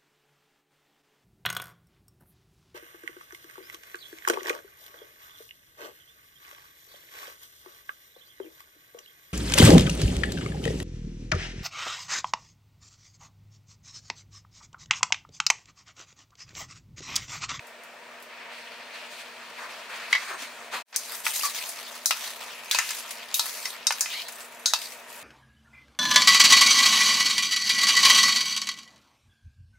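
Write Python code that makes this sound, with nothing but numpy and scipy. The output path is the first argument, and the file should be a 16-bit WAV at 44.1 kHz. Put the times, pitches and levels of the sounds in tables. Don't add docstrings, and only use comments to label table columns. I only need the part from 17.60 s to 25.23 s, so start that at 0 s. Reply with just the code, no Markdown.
import sys
import numpy as np
from scipy import signal
from scipy.fft import rfft, irfft, next_fast_len
from scipy.io import wavfile
from scipy.ndimage import uniform_filter1d, map_coordinates

SR = 44100
rng = np.random.default_rng(int(sys.argv[2]) if len(sys.argv) > 2 else 0)


def digitize_waveform(pressure):
    field = np.atleast_2d(pressure).T
    bounded = np.clip(field, -1, 1)
    quanta = np.round(bounded * 32767).astype(np.int16)
    wavfile.write(sys.argv[1], SR, quanta)


def to_linear_factor(level_db):
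    exponent = np.asarray(level_db, float) / 20
    return 10 ** exponent


N = 336483

# start in seconds, peak level in dB,
# pitch of the wood in Hz, pitch of the glaze in Hz, level of the bright edge in dB.
RIM_BLOWS = [
    (3.361, -16.5, 2350, 5630, -1),
    (3.855, -20.5, 1150, 4780, -1),
    (4.4582, -13.5, 1400, 5960, -1.5),
    (5.112, -12, 1670, 3900, -8.5),
    (5.742, -17.5, 2550, 3660, -2.5),
    (6.269, -6, 2050, 5480, -19),
    (6.4083, -10, 1670, 7060, -11.5),
    (7.0584, -11, 1420, 4600, -14),
]
# start in seconds, peak level in dB,
# pitch of the wood in Hz, level of the wood in dB, pitch of the glaze in Hz.
FLAT_BLOWS = [(3.666, -19.5, 1430, -5.5, 2580), (3.8334, -19.5, 1200, -17, 4480),
              (4.5084, -8, 1300, -14.5, 2790), (5.147, -12, 975, -14.5, 4100),
              (5.1866, -11, 1800, -4, 6780), (5.291, -23, 2420, -16, 2800),
              (5.306, -21.5, 2140, -9.5, 7400), (5.7947, -8.5, 910, -22, 4000),
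              (6.0551, -22.5, 2050, -9.5, 5300), (6.3068, -15, 928, -13, 2900),
              (6.3222, -18.5, 1000, -22, 5800), (6.4588, -33, 2050, 3, 2470), (7.1357, -7, 1156, -19, 3760)]
# pitch in Hz, width in Hz, level in dB.
POT_MODES = [(940, 670, 12), (1300, 180, 9.5), (1710, 150, 3), (2050, 53, 5), (2546, 200, -0.5),
             (2680, 78, -2), (3890, 270, -1), (4480, 180, -0.5), (4780, 120, -0.5), (5300, 2200, -5),
             (6320, 520, -1.5), (7060, 370, -8), (8600, 120, -0.5), (10540, 420, -9.5)]
# share of that pitch, level in dB.
GLAZE_SPREAD = [(.55, -17.5), (.8, -2.5), (1.05, 2), (1.4, -5.5), (2.1, -8)]
# share of that pitch, level in dB.
WOOD_SPREAD = [(.4, -17), (.55, -9), (1.02, 2.5), (1.5, 3.5), (2.4, -7)]
# start in seconds, pitch in Hz, peak level in dB.
RIM_TONES = [(3.362, 6250, -34), (3.362, 9390, -36), (3.757, 3956, -33), (3.757, 5200, -34),
             (3.757, 8220, -34), (3.845, 6100, -28), (4.4581, 5000, -29), (4.4581, 5820, -26),
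             (4.4581, 6700, -26), (4.4581, 10200, -31), (5.112, 3460, -24.5), (5.112, 4420, -27),
             (5.112, 5700, -33), (5.742, 3750, -26), (5.742, 6513, -31), (5.742, 12700, -28),
             (5.742, 13200, -33), (6.2692, 3750, -23), (6.2692, 4750, -25), (6.2692, 8400, -23),
             (6.4083, 6750, -27), (6.4083, 7300, -30), (6.4083, 10630, -34), (7.0584, 4330, -25),
             (7.0584, 4860, -30), (7.0584, 5600, -30), (7.0584, 6430, -21), (7.0584, 8540, -36)]
# start in seconds, pitch in Hz, peak level in dB.
FLAT_TONES = [(2.5277, 2035, -17), (2.5494, 1930, -22), (4.5084, 2000, -31), (4.5084, 2640, -22),
              (4.5084, 3240, -30), (4.5084, 5030, -28), (5.147, 2960, -34), (5.147, 4050, -25),
              (5.147, 4560, -28), (5.1866, 1300, -27), (5.1866, 1796, -25), (5.1866, 2220, -28),
              (5.1866, 4900, -22), (5.1866, 6900, -27), (5.7947, 4140, -24), (5.7947, 4640, -28),
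              (5.7947, 8100, -27), (6.0551, 2020, -29.5), (6.0551, 3750, -34), (6.0551, 4590, -34),
              (6.3068, 1740, -29), (6.3068, 2110, -29), (6.3068, 3000, -30), (6.3222, 5120, -32),
              (6.3222, 5890, -31), (6.4588, 2080, -37), (6.4588, 2490, -37), (7.1357, 3730, -22),
              (7.1357, 4600, -25), (7.1357, 6230, -28)]
# start in seconds, pitch in Hz, peak level in dB.
DULL_TONES = [(3.666, 927, -21), (3.666, 1980, -17), (3.666, 2370, -20), (5.147, 620, -27),
              (5.147, 940, -24), (5.1866, 5300, -23), (5.1866, 6500, -22), (5.1866, 7100, -19),
              (6.3068, 620, -29), (6.3068, 904, -20), (7.1357, 760, -25), (4.5084, 800, -25),
              (5.7947, 3720, -21), (3.666, 1350, -24), (3.666, 3000, -24), (7.1357, 1000, -19),
              (7.1357, 1280, -20), (5.1866, 1550, -22), (5.1866, 2000, -21), (5.147, 1400, -25)]
# start in seconds, pitch in Hz, peak level in dB.
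LONG_TONES = [
    (7.1357, 2690, -29),
    (7.0584, 3895, -23),
    (7.1357, 4770, -29),
    (7.0584, 6440, -30),
    (5.147, 2540, -27),
    (5.2, 2875, -34),
    (2.535, 4700, -33),
    (2.535, 2630, -31),
]
# start in seconds, peak level in dB, pitch in Hz.
CONTACT_SNAPS = [(3.6663, -15, 2100), (4.5084, -17, 1100), (5.1118, -12, 3900), (5.147, -12, 2800),
                 (5.7947, -14, 3800), (6.2692, -18, 4400), (6.3062, -12, 1500), (6.4083, -13, 6700),
                 (7.1355, -14, 1100), (3.8334, -17, 4500), (2.5277, -16, 7000)]
# start in seconds, level in dB, lower edge in Hz,
# level at 12 kHz in dB, time to fall by 60 dB in seconds.
SPOON_PLUNGES = [
    (3.362, -33, 5200, -11, 0.19),
    (4.458, -22, 3850, -4, 0.32),
    (5.112, -24.5, 1560, -8, 0.86),
    (5.743, -23, 2440, 6.5, 0.37),
    (6.268, -34, 3700, -13, .15),
    (6.409, -28, 5000, -14, 0.39),
    (7.059, -19, 3600, -13, 0.24),
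]
# start in #
# seconds, peak level in dB, pitch in Hz.
BRIGHT_CRACKLES = [(.236, -52, 11000), (1.9, -50, 12000), (3.6492, -30, 7000), (3.6871, -27, 7000),
                   (3.8328, -22, 6000), (3.8482, -22, 6500), (4.5661, -32, 7000), (5.0984, -36, 8000),
                   (5.2914, -26, 8000), (6.3241, -24, 6000), (6.3954, -32, 8000), (6.7606, -40, 8000),
                   (6.85, -42, 7000), (6.9472, -42, 6500), (6.9971, -46, 8000), (7.255, -36, 8000),
                   (7.555, -40, 7000)]
# start in seconds, level in dB, pitch in Hz, length in seconds.
SQUEAKS = [
    (2.66, -54, 8400, 0.03),
    (2.698, -56, 6500, .09),
    (2.735, -55, 8400, 0.032),
    (3.834, -25, 1150, 0.026),
    (7.06, -37.5, 1450, 0.025),
]
# start in seconds, length in seconds, level in dB,
# first pitch in Hz, last pitch in Hz.
DRAG_CHATTER = [(2.665, .09, -44, 1300, 1120), (2.7, .075, -56, 370, 355), (2.68, .06, -50, 750, 600),
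                (2.535, .02, -48, 560, 560), (3.795, .025, -38, 2000, 3100), (5.205, .05, -42, 2750, 2900),
                (6.27, .008, -36, 1350, 1350), (6.308, .018, -35, 1350, 1500), (6.31, .02, -38, 2390, 2200),
                (6.41, .03, -40, 1400, 1700), (6.462, .07, -43, 2500, 2450), (6.495, .06, -41, 3050, 2850),
                (6.525, .085, -41, 1950, 2450), (6.5, .07, -41, 3500, 4300), (6.56, .065, -40, 3250, 3050),
                (7.062, .04, -33, 6500, 6450), (7.098, .02, -42, 2050, 1700), (7.136, .004, -28, 850, 950),
                (3.15, .035, -42, 1150, 1100), (5.149, .022, -30, 2560, 2560)]
# start in seconds, length in seconds, rub level in dB,
# rub pitch in Hz, wet fizz compared with the rub in dB.
SPOON_STROKES = [(3.25, 0.067, -44, 3000, 2), (3.4, .1, -40, 4400, 1), (3.52, 0.078, -40, 4300, 3.5),
                 (3.66, .008, -33.5, 5500, 0), (3.671, 0.031, -33.5, 3000, 5),
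                 (3.753, 0.055, -29.5, 4770, 3), (3.841, 0.029, -25, 4850, -0.7),
                 (3.958, 0.081, -35, 3500, 0.7), (4.065, 0.07, -38.5, 3900, -1),
                 (4.168, .27, -41.5, 3300, -2.5), (4.565, .11, -34, 3520, -2.5),
                 (4.7, 0.067, -43.5, 3200, 1), (4.815, 0.34, -40.5, 2600, -7), (5.224, .17, -35, 2940, 0),
                 (5.447, 0.4, -41.5, 2950, -5.5), (5.838, 0.041, -35.5, 3800, -0.5),
                 (5.896, 0.17, -36, 4400, 0.5), (6.07, 0.051, -41, 3750, 1.5), (6.146, .1, -43, 3000, -8),
                 (6.354, 0.16, -39, 3550, 0), (6.497, 0.12, -44, 4300, -6), (6.64, 0.16, -50.5, 3100, -1),
                 (6.758, 0.11, -55, 3120, 11), (6.925, 0.03, -57, 3100, 6.5),
                 (7.0, 0.043, -57.5, 3100, 7.5), (7.161, .12, -38, 4200, 0.5), (7.33, .16, -55.5, 3040, 4),
                 (7.507, .13, -49, 3400, 4)]
# start in seconds, length in seconds, level in dB,
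# first pitch in Hz, last pitch in Hz.
BARE_WALL_SCRAPE = (6.49, .14, -38, 2900, 3800)
# attack in seconds, sag in dB a second, release in dB a second.
SPOON_SWELL = (0.029, 14.5, 257)
# frequency in Hz, level in dB.
RUB_COLOUR = [(1200, -19.5), (2000, 1), (3000, -2.5), (4500, 0.5), (6000, -2), (8000, -10)]
# frequency in Hz, level in dB.
DRAG_COLOUR = [(300, -12.5), (600, -8.5), (1000, 2), (1800, 1), (2600, -4.5)]
# frequency in Hz, level in dB.
FIZZ_COLOUR = [(4000, -50), (6000, -5.5), (8500, -3.5), (12000, -5), (16000, -8)]
# start in seconds, length in seconds, rub level in dB,
# dull drag compared with the rub in dB, bright rustle compared with the rub in dB.
HAND_MOVES = [(0, 0.1, -61, 6, 1), (.22, 0.29, -63.5, 7, -3), (.52, 0.13, -59.5, 9, -8),
              (.71, 0.22, -47.5, -1, -21), (.93, .15, -45.5, -9, -12), (1.12, 0.25, -46, -4.5, -13.5),
              (1.35, 0.12, -43.5, -7, -12.5), (1.519, 0.096, -45, -12, -5.5), (1.657, 0.36, -49, -1.7, -9),
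              (1.992, 0.062, -46.5, 8, -5), (2.105, 0.15, -45, -1.5, -8), (2.304, 0.054, -42, 2, -7.5),
              (2.38, 0.11, -42.5, -4, -10), (2.521, 0.18, -42, 1, -3.5), (2.694, 0.053, -48, 6, -5.5),
              (2.797, 0.048, -40.5, -9, -5), (2.9, 0.17, -52, 3, -1.5), (3.143, 0.025, -36, 3, -5)]
# attack in seconds, sag in dB a second, release in dB a second.
HAND_SWELL = (0.035, 2.4, 220)
# frequency in Hz, level in dB.
SLEEVE_COLOUR = [(1300, -6), (1900, -4), (2500, -2.5), (3500, -3.5), (4800, -7.5), (6500, -17.5)]
# frequency in Hz, level in dB.
RUSTLE_COLOUR = [(4500, -8.5), (6500, 0), (9000, -2.5), (12000, -8), (16000, -10)]
# pitch in Hz, width in Hz, level in dB.
TIN_MOUTH_MODES = [(1800, 160, -2.5), (2520, 140, -0.5), (4360, 500, 3)]
# start in seconds, peak level in dB.
TIN_LANDINGS = [
    (2.5277, -15),
    (2.5494, -19.5),
]
# pitch in Hz, width in Hz, level in dB.
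TIN_MODES = [(1130, 84, -18.5), (1720, 60, -10), (2020, 95, 0), (2170, 260, -6.5), (3120, 630, -17.5),
             (3900, 300, -18.5), (4710, 200, -22)]
# start in seconds, peak level at 2.5-7 kHz in dB,
# low level in dB, edge level in dB.
SMALL_TICKS = [(0.0694, -50, -5, 7), (0.235, -50.5, -5, 5), (0.5994, -58, -9.5, 8), (0.624, -48, -9, 6),
               (1.8994, -44, 2, -16), (2.304, -46, 1, -19), (2.3598, -38.5, -1, -7),
               (2.3992, -38.5, 4, -29), (2.6964, -41, 10, -15), (2.8218, -33.5, 1, -6),
               (3.327, -28.5, 1.5, -34.5), (3.343, -25.5, -9, -30), (3.739, -35.5, -24, 9),
               (3.76, -29, -4, 8), (3.897, -27, -9, 1.5), (4.0894, -41.5, -11, 16), (4.352, -41, -1, 6.5),
               (4.6424, -27.5, -19, -12), (4.836, -38.5, -14, 1), (4.945, -50, -14, 6),
               (5.045, -46, -14, 8), (5.492, -39, -14, 2), (5.5079, -31, -14, 4), (5.857, -29, -1.5, 7),
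               (6.6831, -33, -3, 2.5), (6.722, -48, -14, 14), (6.804, -35.5, -4, -5), (7.216, -26, -28, -3),
               (7.32, -36.5, -19, 2), (7.5013, -49, -13, -8)]
# start in seconds, peak level in dB, pitch in Hz.
COUNTER_THUMPS = [
    (2.009, -51, 501),
    (2.04, -54, 460),
    (2.303, -43, 519),
    (2.7, -45, 398),
    (2.739, -46, 370),
    (2.82, -43, 271),
    (3.169, -52, 243),
]
# start in seconds, peak level in dB, pitch in Hz.
CAMERA_BUMPS = [
    (4.509, -70, 60),
    (5.172, -50, 62),
    (6.305, -57, 55),
    (6.795, -64, 55),
    (7.055, -62, 55),
    (7.139, -64, 60),
]
# frequency in Hz, level in dB.
AIR_COLOUR = [(15, -81), (25, -42.5), (208, -17), (232, -13.5), (313, -19), (378, -11), (553, -9),
              (617, -4.5), (979, -17), (1180, -8), (2680, -8.5), (2950, -11.5), (8370, -26), (15200, -59),
              (16500, -56)]
# pitch in Hz, width in Hz, level in dB.
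KITCHEN_MODES = [(478.6, 22, 0), (597, 42, -5), (688.4, 19.4, 4), (954, 92, 10), (1720, 80, -22),
                 (1836, 81, -3), (2317, 31, -2.5), (2540, 53, -7)]
# pitch in Hz, level in dB, change in dB a second.
MOTOR_HUM = [(240.2, -66, -0.09), (8160, -73, -0.7)]
# frequency in Hz, likeness from 0 to 1.
LEFT_RIGHT_LIKENESS = [(25, .4), (70, 0.79), (180, 0.93), (550, 0.94), (1650, 0.75), (4970, 0.51),
                       (15000, 0.19)]
# time in seconds, level in dB.
SCENE_CHANGE = [
    (0, 0.5),
    (3.2, 2.5),
    (3.222, 0.5),
    (3.24, -96),
    (3.258, -45),
    (3.285, -22),
    (3.32, -14),
    (3.34, -8),
    (3.358, 1),
]


def unit(x):
    return x / np.sqrt(np.mean(x ** 2) + 1e-20)


def along(points, hz):
    f, v = np.transpose(points)
    return np.interp(np.log(hz + 1), np.log(f + 1), v)


def wobble(rate):
    knots = rng.standard_normal(int(N * rate / SR) + 4)
    return map_coordinates(knots, [np.arange(N) * rate / SR])


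def fall(t, t60):
    return to_linear_factor(-60 * t / t60)


def rise(t, seconds):
    return 1 - np.exp(-t / seconds)


def peaks(modes, hz):
    return np.sqrt(sum(to_linear_factor(2 * db) / (1 + (2 * (hz - c) / w) ** 2) ** 2 for c, w, db in modes))


def colour(spectrum):
    below, above = (spectrum[0][0] / 2, -120), (spectrum[-1][0] * 2, -120)
    closed = [below] + list(spectrum) + [above]
    return lambda hz: to_linear_factor(along(closed, hz) - 46 * (hz > 15800))


def scaled(spread, centre_hz):
    return [(share * centre_hz, level) for share, level in spread]


def stereo(pair, gain):
    size = pair.shape[1]
    hz = np.fft.rfftfreq(size, 1 / SR)
    turn = np.arccos(np.clip(along(LEFT_RIGHT_LIKENESS, hz), -1, 1)) / 2
    mid, side = irfft(rfft(pair) * gain(hz) * [np.cos(turn), np.sin(turn)], size)
    return unit(np.array([mid + side, mid - side]))


def noise(t, gain):
    return stereo(rng.standard_normal((2, len(t))), gain)


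def blank(parts):
    return np.zeros((2, N + SR)), np.arange(SR // parts) / SR


def add(out, s, x):
    out[:, round(s * SR):][:, :x.shape[1]] += x


def burst(t, bands, levels_db, shape, snap, crack_t60, room_t60, room_db):
    out = 0
    for band, db, longer in zip(bands, levels_db, (1.2, 1.01, 0.8)):
        dying = fall(t, crack_t60 * longer) + to_linear_factor(room_db) * fall(t, room_t60 * longer)
        gain = lambda hz: colour(band)(hz) * shape(hz)
        click = irfft(gain(np.fft.rfftfreq(len(t), 1 / SR)), len(t))
        click = np.roll(click, shift=8)
        click = click / click.max() * fall(t, 0.02)
        out = out + to_linear_factor(db) * (dying * noise(t, gain) + snap * longer ** 2 * click)
    return out * rise(t, 0.0001)


def ring(t, modes, t60):
    return noise(t, lambda hz: peaks(modes, hz)) * fall(t, t60) * rise(t, 0.00023)


def grainy(per_s, depth, patchy_db):
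    size = next_fast_len(N + 512)
    strength = np.minimum(rng.exponential(size=size), 3)
    hits = (rng.random(size) < per_s / SR) * depth * strength
    grain = signal.fftconvolve(hits, fall(np.arange(512) / SR, 0.012))[:size]
    z = signal.stft(rng.standard_normal((2, size)) * (1 + grain), nperseg=256)[2]
    field = uniform_filter1d(rng.standard_normal(z.shape[1:]), size=6, axis=0)
    field = uniform_filter1d(field, size=12, axis=1)
    return signal.istft(z * to_linear_factor(patchy_db * unit(field)), nperseg=256)[1][:, :size]


def friction(moves, swell_shape, bands, per_s, depth, patchy_db, body, through):
    pair = stereo(grainy(per_s, depth, patchy_db), lambda f: 1 + through * peaks(body, f))
    hz, t, z = signal.stft(pair, SR, nperseg=256)
    rub, drag, fizz = [colour(band)(hz) for band in bands]
    attack_s, sag_db, release_db = swell_shape
    power = 0
    for s, length, rub_db, rub_hz, focus_db, drag_db, fizz_db in moves:
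        near = np.exp(-(np.log((hz + 1) / rub_hz) / 0.3) ** 2)
        layers = zip((rub * to_linear_factor(focus_db * near), drag, fizz), (rub_db, drag_db, fizz_db))
        tone = sum(unit(gain) ** 2 * to_linear_factor(2 * db) for gain, db in layers)
        sag = sag_db * np.clip(t - s, 0, length)
        release = release_db * np.maximum(t - s - length, 0)
        swell = np.clip((t - s) / attack_s + 1, 0, 1) * to_linear_factor(-sag - release)
        power = power + np.outer(tone, swell ** 2)
    return signal.istft(z * np.sqrt(power), SR, nperseg=256)[1][:, :N] * to_linear_factor(1.03 * wobble(25))


def blows():
    rim = [(s, db, wood_hz, -22.5, glaze_hz, edge_db) for s, db, wood_hz, glaze_hz, edge_db in RIM_BLOWS]
    return rim + [(*row, -12.5) for row in FLAT_BLOWS]


def spoon_knocks():
    out, t = blank(4)
    for s, db, wood_hz, wood_db, glaze_hz, edge_db in blows():
        bands = [scaled(WOOD_SPREAD, wood_hz), scaled(GLAZE_SPREAD, glaze_hz), FIZZ_COLOUR]
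        low_cut = [(0.45 * wood_hz, -11), (wood_hz, 0)]
        modes = [(hz, width, level + along(low_cut, hz) + 1.4 * rng.standard_normal())
                 for hz, width, level in POT_MODES]
        blow = burst(t, bands, (wood_db - 2, -8, edge_db - 1), lambda hz: 0.5 + peaks(modes, hz),
                     snap=1.96, crack_t60=0.025, room_t60=0.18, room_db=-5.5)
        wood = to_linear_factor(wood_db - 4) * np.sin(2 * np.pi * wood_hz * t) * fall(t, 0.072)
        glaze = to_linear_factor(-15) * ring(t, [(glaze_hz, 160, 0)], t60=0.09)
        tilt = [(wood_hz, wood_db), (4000, 0), (10000, edge_db)]
        wall_modes = [(hz, 0.38 * width, level + along(tilt, hz)) for hz, width, level in modes]
        wall = to_linear_factor(-15) * ring(t, wall_modes, t60=0.15)
        add(out, s, to_linear_factor(db) * (blow + wood + glaze + wall))
    return out[:, :N]


def struck_tones():
    out, t = blank(4)
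    for table, t60 in ((RIM_TONES, 0.12), (FLAT_TONES, 0.093), (DULL_TONES, 0.025), (LONG_TONES, 0.22)):
        chance = rng.standard_normal((len(table), 4))
        for (s, hz, db), (beat, lean, left, right) in zip(table, chance):
            phase = 2 * np.pi * hz * t + 0.35 * np.array([[left], [right]])
            pair = np.sin(phase) + 0.5 * np.sin(phase + 2 * np.pi * 45 * beat * t)
            level = to_linear_factor(db + 1.2 * lean * np.array([[1], [-1]]))
            add(out, s, level * pair * fall(t, t60) * rise(t, 0.0006))
    return out[:, :N]


def snaps():
    out, t = blank(50)
    for s, db, hz in CONTACT_SNAPS:
        pulse = np.sin(2 * np.pi * hz * t) * np.exp(-((t * hz - 1) / 0.75) ** 2)
        add(out, s, to_linear_factor(db) * pulse * np.ones((2, 1)))
    return out[:, :N]


def plunges():
    out, t = blank(3)
    for s, db, edge_hz, top_db, t60 in SPOON_PLUNGES:
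        rasp = colour([(0.76 * edge_hz, -20), (edge_hz, 0), (7000, -1.5), (12000, top_db),
                       (16000, top_db - 5)])
        wet = noise(t, lambda hz: rasp(hz) * (2.3 + peaks(POT_MODES, hz)))
        add(out, s, to_linear_factor(db) * wet * fall(t, t60) * rise(t, 0.0011))
    return out[:, :N]


def wall_scrape(count=5):
    s, length, db, first_hz, last_hz = BARE_WALL_SCRAPE
    step_s, step_hz = length / count, (last_hz - first_hz) / (count - 1)
    return [(s + k * step_s, step_s, db, first_hz + k * step_hz, 11.5, db - 15.5, db - 6)
            for k in range(count)]


def stirring():
    moves = wall_scrape()
    for s, length, db, hz, wet_db in SPOON_STROKES:
        octaves = np.log2(hz / 3000)
        drag_db = -47 + 0.63 * (db + 40) - 5 * octaves
        focus_db = 6.5 - 9.5 * octaves
        moves.append((s, length, db, hz, focus_db, drag_db, db + wet_db))
    return friction(moves, SPOON_SWELL, (RUB_COLOUR, DRAG_COLOUR, FIZZ_COLOUR),
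                    per_s=350, depth=0.5, patchy_db=2.5, body=POT_MODES, through=0.13)


def chatter():
    out, t = blank(6)
    for s, length, db, first_hz, last_hz in DRAG_CHATTER:
        hz = first_hz + (last_hz - first_hz) * np.clip(t / length, 0, 1)
        spread = [(0, 0.14 * first_hz, 0)]
        size, turn = [noise(t, lambda f: peaks(spread, f)) for _ in range(2)]
        tone = np.real((0.4 + size + 1j * turn) * np.exp(2j * np.pi * np.cumsum(hz) / SR))
        add(out, s, to_linear_factor(db) * tone * fall(np.maximum(t - length, 0), 0.06) * rise(t, 0.003))
    return out[:, :N]


def skids():
    out, t = blank(8)
    for s, db, hz, length in SQUEAKS:
        held = fall(np.maximum(t - length, 0), 0.12) * rise(t, 0.002)
        rough = noise(t, lambda f: peaks([(hz, 150, 0)], f))
        tone = 0.69 * np.sin(2 * np.pi * hz * t) + 0.5 * rough
        add(out, s, to_linear_factor(db) * held * tone)
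    return out[:, :N]


def crackles():
    out, t = blank(20)
    for s, db, hz in BRIGHT_CRACKLES:
        spit = noise(t, colour(scaled(WOOD_SPREAD, hz)))
        add(out, s, to_linear_factor(db - 6) * spit * fall(t, 0.04))
    return out[:, :N]


def tin():
    out, t = blank(3)
    for s, db in TIN_LANDINGS:
        clatter = burst(t, (DRAG_COLOUR, RUB_COLOUR, FIZZ_COLOUR), (-9, -6, -19), np.ones_like,
                        snap=0.53, crack_t60=0.029, room_t60=0.3, room_db=-8.5)
        metal = to_linear_factor(5) * ring(t, TIN_MODES, t60=0.12)
        add(out, s, to_linear_factor(db) * (metal + clatter) * rise(t, 0.0012))
    return out[:, :N] * to_linear_factor([[-1.8], [1.8]])


def hands():
    moves = [(s, length, db, 2320, -2.5 - 0.57 * bright_db, db + dull_db, db + bright_db)
             for s, length, db, dull_db, bright_db in HAND_MOVES]
    return friction(moves, HAND_SWELL, (SLEEVE_COLOUR, DRAG_COLOUR, RUSTLE_COLOUR),
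                    per_s=150, depth=0.15, patchy_db=1.5, body=TIN_MOUTH_MODES, through=0.42)


def ticks():
    out, t = blank(6)
    for s, db, low_db, edge_db in SMALL_TICKS:
        touch = burst(t, (DRAG_COLOUR, RUB_COLOUR, FIZZ_COLOUR), (low_db - 0.5, 0.1, edge_db),
                      np.ones_like, snap=0.6, crack_t60=0.041, room_t60=0.27, room_db=-1.5)
        add(out, s, to_linear_factor(db - 10.5) * touch)
    return out[:, :N]


def thumps():
    out, t = blank(6)
    for s, db, hz in COUNTER_THUMPS + CAMERA_BUMPS:
        thud = np.sin(2 * np.pi * hz * t) * rng.uniform(0.53, 1.25, (2, 1))
        add(out, s, to_linear_factor(db + 1.5) * thud * fall(t, 0.1) * rise(t, 0.003))
    return out[:, :N]


def kitchen():
    t = np.arange(N) / SR
    air = lambda hz: colour(AIR_COLOUR)(hz) * (1 + 1.47 * peaks(KITCHEN_MODES, hz))
    out = to_linear_factor(-47.5) * stereo(grainy(0, 0, patchy_db=0.67), air)[:, :N]
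    hiss_colour = colour([(3000, -12), (8000, -6), (16000, -2)])
    hiss = stereo(rng.standard_normal((2, next_fast_len(N))), hiss_colour)
    out = out + to_linear_factor(-68) * hiss[:, :N]
    for hz, db, fade_db in MOTOR_HUM:
        phase = 2 * np.pi * hz * t + 0.08 * wobble(6)
        out = out + to_linear_factor(db + 2 + fade_db * t + 0.8 * wobble(5.2)) * np.sin(phase)
    return out


def scene():
    small = spoon_knocks() + struck_tones() + snaps() + plunges() + crackles() + skids() + tin() + ticks()
    no_bass = signal.butter(4, 520, "high", fs=SR, output="sos")
    small = signal.sosfilt(no_bass, small)
    rubbing = to_linear_factor(-2.5) * (stirring() + hands())
    return (small + thumps() + chatter() + rubbing + kitchen()) * to_linear_factor([[0.6], [-0.6]])


def low_pass(x):
    return signal.sosfilt(signal.butter(12, 16840, fs=SR, output="sos"), x)


def record(dry):
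    memory = np.exp(-1 / (0.03 * SR))
    power = signal.lfilter([1 - memory], [1, -memory], np.mean(dry ** 2, axis=0))
    over_db = np.maximum(10 * np.log10(power + 1e-12) + 36, 0)
    change_s, change_db = np.transpose(SCENE_CHANGE)
    fade_db = np.interp(np.arange(N) / SR, change_s, change_db)
    size = next_fast_len(N)
    spectrum = rfft(dry * to_linear_factor(-0.3 * over_db + fade_db), size)
    spectrum = spectrum * (np.fft.rfftfreq(size, 1 / SR) < 16840)
    return low_pass(irfft(spectrum, size)[:, :N])


dry = scene()
out = record(dry)
digitize_waveform(out)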